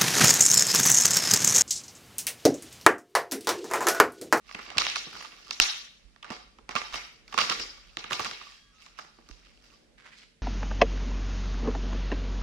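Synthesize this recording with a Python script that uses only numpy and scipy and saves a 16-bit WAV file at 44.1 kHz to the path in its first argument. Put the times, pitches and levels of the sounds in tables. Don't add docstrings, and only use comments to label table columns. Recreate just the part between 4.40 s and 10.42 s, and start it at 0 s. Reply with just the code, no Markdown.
import sys
import numpy as np
from scipy import signal
from scipy.io import wavfile

SR = 44100
rng = np.random.default_rng(int(sys.argv[2]) if len(sys.argv) > 2 else 0)


def file_out(sig):
    cols = np.atleast_2d(sig).T
    lim = np.clip(cols, -1, 1)
    pcm = np.round(lim * 32767).astype(np.int16)
    wavfile.write(sys.argv[1], SR, pcm)


N = 265482

# start_s, drive_db, hollow_db, edge_db, length_ms (before low-mode stretch); colours re drive
WALL_SNAPS = [(0.09, -34, -12, -38, 4.6), (0.112, -32.5, -8, -26.5, 0.69), (0.147, -15.5, -17, -52, 2.4),
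              (0.188, -26.5, -12.5, -24, 4.8), (0.216, -30.5, -15, -29, 3.3), (0.302, -27.5, -12, -12, 1.4),
              (0.371, -18.5, -16.5, -12.5, 1.3), (0.381, -5.5, -21, -6.5, 3), (0.396, -23.5, -17, -15, 0.9),
              (0.411, -20.5, -19.5, -21, 1.2), (0.418, -12, -15, -12, 1.16),
              (0.451, -15.5, -23.5, -16, 0.81), (0.456, -25.5, -11.5, -24, 0.81),
              (0.4668, -8, -18, -15.5, 0.56), (0.499, -18, -27.5, -8.5, 0.91),
              (0.511, -21.5, -23.5, -12, 4.4), (0.557, -13.5, -20, -7.5, 3.1),
              (0.567, -23.5, -8.5, 1.5, 0.66), (0.763, -41, 5, -21, 1.7), (0.824, -34.5, -4.5, -26, 1),
              (0.847, -33.5, -5, -23, 1.7), (0.917, -34.5, -13.5, -20.5, 5.7),
              (1.108, -20.5, -14, -1.5, 1.9), (1.1999, -1, -13.5, -3.5, 0.4), (1.761, -42, -9.5, -20, 1.06),
              (1.827, -32.5, -8, -13, 2.7), (1.844, -31.5, -2, -23, 1.9), (1.903, -28, -18, -8.5, 0.76),
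              (1.914, -40.5, 12.5, -14, 3.3), (1.965, -37, -7, -8.5, 0.87), (2.186, -50.5, 1.5, -7, 0.84),
              (2.291, -29, 1.5, -2.5, 1.2), (2.309, -27.5, -8.5, -27, 1.3), (2.353, -18.5, -2, -6, 0.89),
              (2.359, -19, -10.5, -12, 1.6), (2.366, -21, -9, -16.5, 2.7), (2.416, -30.5, 3.5, -19, 1.1),
              (2.54, -22.5, -6, -16.5, 1.6), (2.557, -16.5, -11, -28.5, 0.78), (2.878, -43, -8, -1.5, 3),
              (2.925, -28.5, -6, -9, 2.1), (2.941, -26.5, -3, -7, 1.7), (2.978, -14, -21, -9.5, 2.4),
              (2.987, -12, -13, -10, 1.8), (2.997, -17.5, -9.5, -22, 2), (3.012, -11, -25.5, -10.5, 3.2),
              (3.03, -20, -16, -9, 1.6), (3.097, -10, -23, -10, 2.9), (3.12, -21.5, -22, 0, 5.3),
              (3.57, -17, -13.5, -11.5, 0.8), (3.641, -17.5, -14, -35, 1.8), (3.706, -36, -2, -11, 1.1),
              (3.709, -30, 7, -15, 0.45), (3.719, -22, 0, -25, 1.4), (3.73, -12, -16, -11.5, 2.2),
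              (3.794, -25.5, 3.5, 0, 1.6), (3.803, -32.5, 6.5, -24, 1.7), (3.846, -21, -34, -6, 1.4),
              (3.855, -29, 0.5, -15, 3.3), (3.912, -15.5, -22, -20.5, 0.47), (4.011, -36, -4, -27, 2.9),
              (4.462, -41.5, -3.5, -5, 2.1), (4.587, -37, 5, -2.5, 2.9), (4.888, -51, 4.5, 12, 1.6),
              (4.912, -37.5, -13, -8, 0.37)]
# start_s, drive_db
TRAY_KNOCKS = [(.148, -32.5), (0.188, -38.5), (.275, -39), (0.361, -26.5), (0.666, -36), (0.739, -35.5),
               (1.091, -43), (1.902, -28.5), (2.188, -42), (2.291, -38.5), (2.351, -29), (2.939, -32),
               (3.015, -28), (3.097, -26.5), (3.194, -28.5), (3.57, -33.5), (3.708, -26), (3.796, -26),
               (3.858, -30), (3.914, -38.5), (4.784, -43), (4.891, -44)]
# hollow_db, middle_db, edge_db
KNOCK_COLOUR_DB = (-9.5, -35.5, -45.5)
BLOW_COLOUR_HZ = [450, 1160, 2500, 5700, 11000]
# pitch_hz, gain_db, t60_s, left_right_db
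TRAY_MODES = [(141, -1.5, 0.031, -3.5), (236, 0, 0.043, -3.5), (361.4, 0, 0.015, 2),
              (550, -4.5, 0.022, 1.5), (797, 2.5, 0.0092, -11), (1163.5, 4.5, 0.023, -14.5),
              (1371, 5, 0.0095, -4.5), (1860, 5.5, 0.0051, -4), (2260, 3, 0.0081, 0.5),
              (2717, 2.5, 0.0084, -17), (3145, 1.5, 0.01, 6), (3772, 3, 0.0053, 1), (4620, 3, 0.0037, -8),
              (4990, 2.5, 0.0023, -2), (5594, 0.5, 0.0065, -4.5), (6370, -3.5, 0.0069, -3),
              (7210, -5.5, 0.0051, 5), (8060, -6, 0.0013, 0), (11060, -4, 0.0038, -9),
              (12760, -6, 0.0027, 13), (14800, -1, 0.0023, -2)]
# time_s, drive_db
HELD_RUSTLE = [(0, -78), (.07, -52), (.36, -46.5), (.68, -50), (.81, -43), (.92, -53.5), (1.15, -50),
               (1.8, -73.5), (2.83, -73.5), (2.93, -48.5), (3.3, -53.5), (3.45, -55.5), (3.65, -62),
               (4.08, -49.5), (4.3, -69.5), (4.44, -50.5), (4.56, -72), (4.92, -61.5), (5.1, -68.5),
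               (5.33, -56.5), (5.5, -77), (6.02, -94)]
# peak_s, drive_db, rise_s, fade_s, brightness_db_per_octave
FINGER_SQUEEZES = [(0.3, -41.5, 0.053, 0.39, -11.5), (0.379, -33, 0.012, 0.16, -12),
                   (1.85, -42.5, 0.021, .15, -7), (1.909, -34.5, 0.0073, 0.055, -2.5),
                   (2.3, -40.5, 0.02, 0.09, -10), (2.358, -29, 0.0077, 0.041, -4.5),
                   (2.385, -54, .03, 0.35, 7), (2.54, -38.5, 0.038, 0.11, 2),
                   (2.986, -21.5, 0.012, 0.069, -2), (3.114, -33.5, 0.086, 0.051, -5),
                   (3.2, -34, 0.024, 0.018, 2), (3.722, -36.5, 0.042, 0.066, 2.5),
                   (3.803, -43, 0.023, 0.032, 11), (3.858, -37.5, 0.13, 0.048, -0.5),
                   (4.587, -43.5, 0.025, 0.053, 1), (4.649, -50.5, 0.2, 0.055, -3),
                   (5.07, -56, 0.14, 0.11, 0.5), (5.244, -58, 0.027, 0.044, 5)]
# crackle_db, size_spread_db, loss_db_per_octave (under the knee)
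GRIP_UNEVENNESS = [(-52, 1.2, 6), (-36, 4.2, 3)]
# time_s, drive_db
TABLE_DRAG = [(0.0, -80), (0.4, -66.5), (1.66, -78), (2.98, -72), (3.12, -54.5), (3.32, -78.5), (3.59, -76),
              (3.75, -59.5), (4.06, -83.5), (5.4, -71.5), (6.02, -80.5)]
# pitch_hz, likeness (0-1)
PORT_LIKENESS = [(350, 0.92), (700, 0.6), (3000, 0.3), (9000, 0.1)]
# peak_s, level_db, rise_s, fade_s, centre_hz
PAPER_RUBS = [(5.582, -53, .006, 0.084, 1880), (5.662, -46.5, 0.043, 0.064, 1580),
              (5.729, -50, 0.031, 0.056, 2050), (5.784, -53.5, 0.062, 0.064, 4250),
              (5.839, -54, 0.17, .02, 2200)]
# pitch_hz, t60_s, level_db, left_right_db, likeness (0-1)
ROOM_BANDS = [(120, 0.36, -44.5, -5, 0.55), (306, 0.38, -26, 2.5, 0.61), (520, 0.51, -26, -4, 0.11),
              (1260, 0.47, -32.5, -6, 0.038), (2685, 0.62, -29, 0.5, 0.05), (5500, 0.53, -26, 1.5, 0.015),
              (12200, 0.53, -28, -2.5, 0.025)]
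# delay_s, extra_db
NEAR_WALLS = [(0.016, 5), (0.024, 3.5)]
# start_s, level_db, pitch_hz, t60_s, left_right_db
GRIP_BUMPS = [(1.207, -30, 28.4, 0.12, -3), (1.649, -49, 45.7, 0.21, -16), (2.53, -46.5, 45, 0.21, -18),
              (4.909, -40, 44.3, 0.12, -17)]
# time_s, level_db
HAND_RUMBLE = [(0.0, -67), (0.39, -62.5), (1.54, -70.5), (2.33, -61), (2.87, -66), (3.19, -58.5),
               (4.71, -70), (4.9, -62), (6.02, -72.5)]
# start_s, end_s, pitch_hz, level_db (rms)
WHINE_TONES = [(4.106, 4.346, 3280, -68), (4.2, 4.34, 1640, -73), (4.24, 4.374, 1156, -74.5),
               (4.318, 4.43, 1276, -69)]
# (per Hz, relative)
TONE_SHAPE = [(53, -33), (90, 2.5), (219, 8.5), (706, -56), (1160, -14.5), (1540, -5), (2760, -6.5),
              (6440, -12), (9110, 1.5), (11300, -31), (13200, -57.5), (16000, -62)]

THUD_DB, TOP_DB = -12, -5.5
SNAP_MIDDLE_DB, KNOCK_MS = -9, 1.8
SLOW_STRETCH = .93
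TRAY_DB, MODE_SPREAD_DB = 9, 3
TICKS_PER_S, MODES_STRUCK_SHARE = 2200, .25
CRACKLE_KNEE_HZ, RUSTLE_BRIGHT_DB_PER_OCTAVE = 1680, 1.5
FLEX_DB, FLEX_S = 4, .025
DRAG_TOP_HZ = 600
CRACKLE_WET_DB, RUB_WET_DB = -6, -8
RUB_GRAINS_PER_S, RUB_BAND_RATIO = 6000, 1.3
WALL_DELAY_S, EARLY_DB, WALL_BLUR_S = .017, -7, .0035
ECHO_LUMP_DB, ECHO_LUMP_S = 3, .012
RUMBLE_HZ, RUMBLE_WIDTH_HZ, RUMBLE_LIKENESS = 42, 20, .42
WAVER_SHARE, WAVER_DB, WAVER_S = .003, 1.5, .025
TONE_DB = -67
MIC_ROLLOFF_HZ, OVERLOAD_PEAK, CUTOFF_HZ = 6300, .78, 16900


def tray():
    blow_s, blow_db, colour_db, length_ms = blows()
    step = np.arange(900)
    start = np.round(blow_s * SR).astype(int)
    ticks, size, tick_db, tilt_db, loss_db = creases()
    drag = amp(in_time(TABLE_DRAG)[0])
    near, sent = np.zeros((2, N)), np.zeros(N)
    for k, (hz, gain_db, t60_s, lean_db) in enumerate(TRAY_MODES):
        fall = burst_shape(step, length_ms, hz)
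        share = [np.interp(np.log(hz), np.log(BLOW_COLOUR_HZ), row) for row in np.eye(len(BLOW_COLOUR_HZ))]
        strength = amp(blow_db + share @ colour_db + TRAY_DB)
        towards_mic = strength * amp(MODE_SPREAD_DB * rng.standard_normal(len(blow_s)))

        octaves = np.log2(hz / CRACKLE_KNEE_HZ)
        tick = amp(tick_db + tilt_db * max(octaves, 0) + loss_db * min(octaves, 0))
        tick *= amp(FLEX_DB * wander(ticks / SR, FLEX_S))
        tick *= rng.random(len(ticks)) < MODES_STRUCK_SHARE * size

        push = np.full((3, N), 1e-18)
        for part in push[:2]:
            burst = fall * rng.choice([-1, 1], fall.shape)
            felt = np.abs(burst @ np.exp(2j * np.pi * hz / SR * step))
            scale = towards_mic / np.maximum(felt, .4)
            np.add.at(part, start[:, None] + step, scale[:, None] * burst)
            part[ticks] += tick * rng.standard_normal(len(ticks))
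        if hz < DRAG_TOP_HZ:
            push += drag * rng.standard_normal((3, N))
        np.add.at(push[2], start, strength * (-1) ** k)
        push[2, ticks] += amp(CRACKLE_WET_DB) * tick * rng.standard_normal(len(ticks))

        rings = amp(gain_db) * ring(push, hz, t60_s)
        near += pair(rings, at_hz(PORT_LIKENESS, hz)[0], lean_db)
        sent += rings[2]
    return near, sent


def blows():
    rows = [(s, db, hollow + THUD_DB, hollow, SNAP_MIDDLE_DB, edge, edge + TOP_DB, ms)
            for s, db, hollow, edge, ms in WALL_SNAPS]
    knock_top_db = KNOCK_COLOUR_DB[-1] + TOP_DB
    rows += [(s, db, 0, *KNOCK_COLOUR_DB, knock_top_db, KNOCK_MS) for s, db in TRAY_KNOCKS]
    start_s, drive_db, *colour_db, length_ms = np.transpose(rows)
    return start_s, drive_db, np.array(colour_db), length_ms


def burst_shape(step, length_ms, hz):
    lasts_ms = np.clip(length_ms, .1, 8) * np.clip(2800 / hz, 1, 6) ** SLOW_STRETCH
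    phase = step / (lasts_ms * SR / 2000)[:, None]
    fall = phase * np.exp(-phase)
    return fall / np.sqrt(np.sum(fall ** 2, axis=1, keepdims=True))


def creases():
    ticks = np.flatnonzero(rng.random(N) < TICKS_PER_S / SR)
    level_db, tilt_db = crackle(ticks / SR)
    size = np.minimum(rng.exponential(1, len(ticks)), 4)
    grip_db, *rules = np.transpose(GRIP_UNEVENNESS)
    spread_db, loss_db = (np.interp(level_db, grip_db, rule) for rule in rules)
    return ticks, size, level_db + spread_db * size, tilt_db, loss_db


def crackle(t):
    peak_s, db, rise_s, fade_s, bright_db = np.transpose(FINGER_SQUEEZES)[:, :, None]
    flares = swell_20db(t, peak_s, db, rise_s, fade_s) ** 2
    rustle = amp(np.interp(t, *np.transpose(HELD_RUSTLE))) ** 2
    power = rustle + flares.sum(axis=0)
    bright = RUSTLE_BRIGHT_DB_PER_OCTAVE * rustle + (bright_db * flares).sum(axis=0)
    return 10 * np.log10(power), bright / power


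def ring(push, hz, t60_s):
    r, w = amp(-60 / (max(t60_s, .001) * SR)), 2 * np.pi * hz / SR
    gain = np.sqrt(1 - r * r) / 2
    return signal.lfilter(gain * np.array([1, 0, -1]), [1, -2 * r * np.cos(w), r * r], push)


def rubs():
    t, out = np.arange(N) / SR, 0
    for peak_s, db, rise_s, fade_s, hz in PAPER_RUBS:
        struck = rng.random(N) < RUB_GRAINS_PER_S / SR
        grains = rng.standard_normal((2, N)) * rng.exponential(1, N) * struck
        edges_hz = [hz / RUB_BAND_RATIO, hz * RUB_BAND_RATIO]
        band = signal.sosfilt(signal.butter(1, edges_hz, "band", fs=SR, output="sos"), grains)
        swell = swell_20db(t, peak_s, db, rise_s, fade_s)
        out = out + swell * pair(band / band.std(), at_hz(PORT_LIKENESS, hz)[0], -3.8)
    return out


def room(x):
    t, echo = np.arange(int(.9 * SR)) / SR, 0
    for hz, noise in bands(len(t)):
        t60_s, db, lean_db, alike = at_hz(ROOM_BANDS, hz)
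        lumps_db = ECHO_LUMP_DB * wander(t, ECHO_LUMP_S)
        echo = echo + pair(noise, alike, lean_db) * amp(db + lumps_db - 60 * t / t60_s)
    early = amp(EARLY_DB)
    arrival_s = [.002, .004, WALL_DELAY_S - .002, WALL_DELAY_S + .002]
    arrival = np.interp(t, arrival_s, [0, early, early, 1])
    arrival *= amp(sum(db * np.exp(-((t - s) / WALL_BLUR_S) ** 2) for s, db in NEAR_WALLS))
    return signal.fftconvolve(echo * arrival, x[None])[:, :N]


def bumps():
    out = np.zeros((2, N))
    for start_s, db, hz, t60_s, lean_db in GRIP_BUMPS:
        t = np.maximum(np.arange(N) / SR - start_s, 0)
        swing = np.sin(2 * np.pi * hz * t) * amp(db - 60 * t / t60_s) * (1 - np.exp(-4 * hz * t))
        out += swing * amp([[lean_db / 2], [-lean_db / 2]])
    return out


def rumble():
    r, w = np.exp(-np.pi * RUMBLE_WIDTH_HZ / SR), 2 * np.pi * RUMBLE_HZ / SR
    x = rng.standard_normal((2, N + SR))
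    for _ in range(2):
        x = signal.lfilter([1, 0, -1], [1, -2 * r * np.cos(w), r * r], x)
    x = x[:, SR:]
    return amp(in_time(HAND_RUMBLE)[0]) * pair(x / x.std(), RUMBLE_LIKENESS, -1.5)


def whine():
    t, out = np.arange(N) / SR, 0
    for start_s, end_s, hz, db in WHINE_TONES:
        swell = np.sqrt(np.sin(np.pi * np.clip((t - start_s) / (end_s - start_s), 0, 1)))
        turns = np.cumsum(hz * (1 + WAVER_SHARE * wander(t, WAVER_S))) / SR
        level = np.sqrt(2) * amp(db + WAVER_DB * wander(t, WAVER_S))
        out = out + level * swell * np.sin(2 * np.pi * turns)
    return out


def room_tone():
    x = sum(amp(at_hz(TONE_SHAPE, hz)[0]) * pair(noise, at_hz(ROOM_BANDS, hz)[3], -2.8)
            for hz, noise in bands(N))
    return amp(TONE_DB) * x / x.std()


def amp(db):
    return 10 ** (np.asarray(db) / 20)


def swell_20db(t, peak_s, db, rise_s, fade_s):
    return amp(db - 20 * np.maximum((peak_s - t) / rise_s, (t - peak_s) / fade_s))


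def wander(t, knot_s):
    knots = np.arange(0, N / SR + knot_s, knot_s)
    return np.interp(t, knots, rng.standard_normal(len(knots)))


def in_time(rows):
    s, *columns = np.transpose(rows)
    return [np.interp(np.arange(N) / SR, s, c) for c in columns]


def at_hz(rows, hz):
    f, *columns = np.transpose(rows)
    return [np.interp(np.log(hz), np.log(f), c) for c in columns]


def pair(noise, alike, lean_db=0):
    alike = np.clip(alike, -1, 1)
    shared = np.sqrt((1 + alike) / 2) * noise[0]
    opposed = np.sqrt((1 - alike) / 2) * noise[1] * [[1], [-1]]
    return (shared + opposed) * amp([[lean_db / 2], [-lean_db / 2]])


def bands(length):
    white = rng.standard_normal((2, 2, length))
    edges_hz = 90 * 2 ** np.arange(0, 7.8, .5)
    for k, (low, high) in enumerate(zip(edges_hz, edges_hz[1:])):
        sos = signal.butter(2, [low, high], "band", fs=SR, output="sos")
        yield np.sqrt(low * high), signal.sosfilt(sos, white[k % 2])


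def scene():
    near, sent = tray()
    paper = rubs()
    echoes = room(sent + amp(RUB_WET_DB) * paper[0])
    return near + paper + echoes + bumps() + rumble() + whine() + room_tone()


def record(dry):
    dull = signal.sosfilt(signal.butter(2, MIC_ROLLOFF_HZ, fs=SR, output="sos"), dry)
    rounded = OVERLOAD_PEAK * np.tanh(dull / OVERLOAD_PEAK)
    return signal.sosfilt(signal.cheby2(12, 70, CUTOFF_HZ, fs=SR, output="sos"), rounded)


dry = scene()
out = record(dry)
file_out(out)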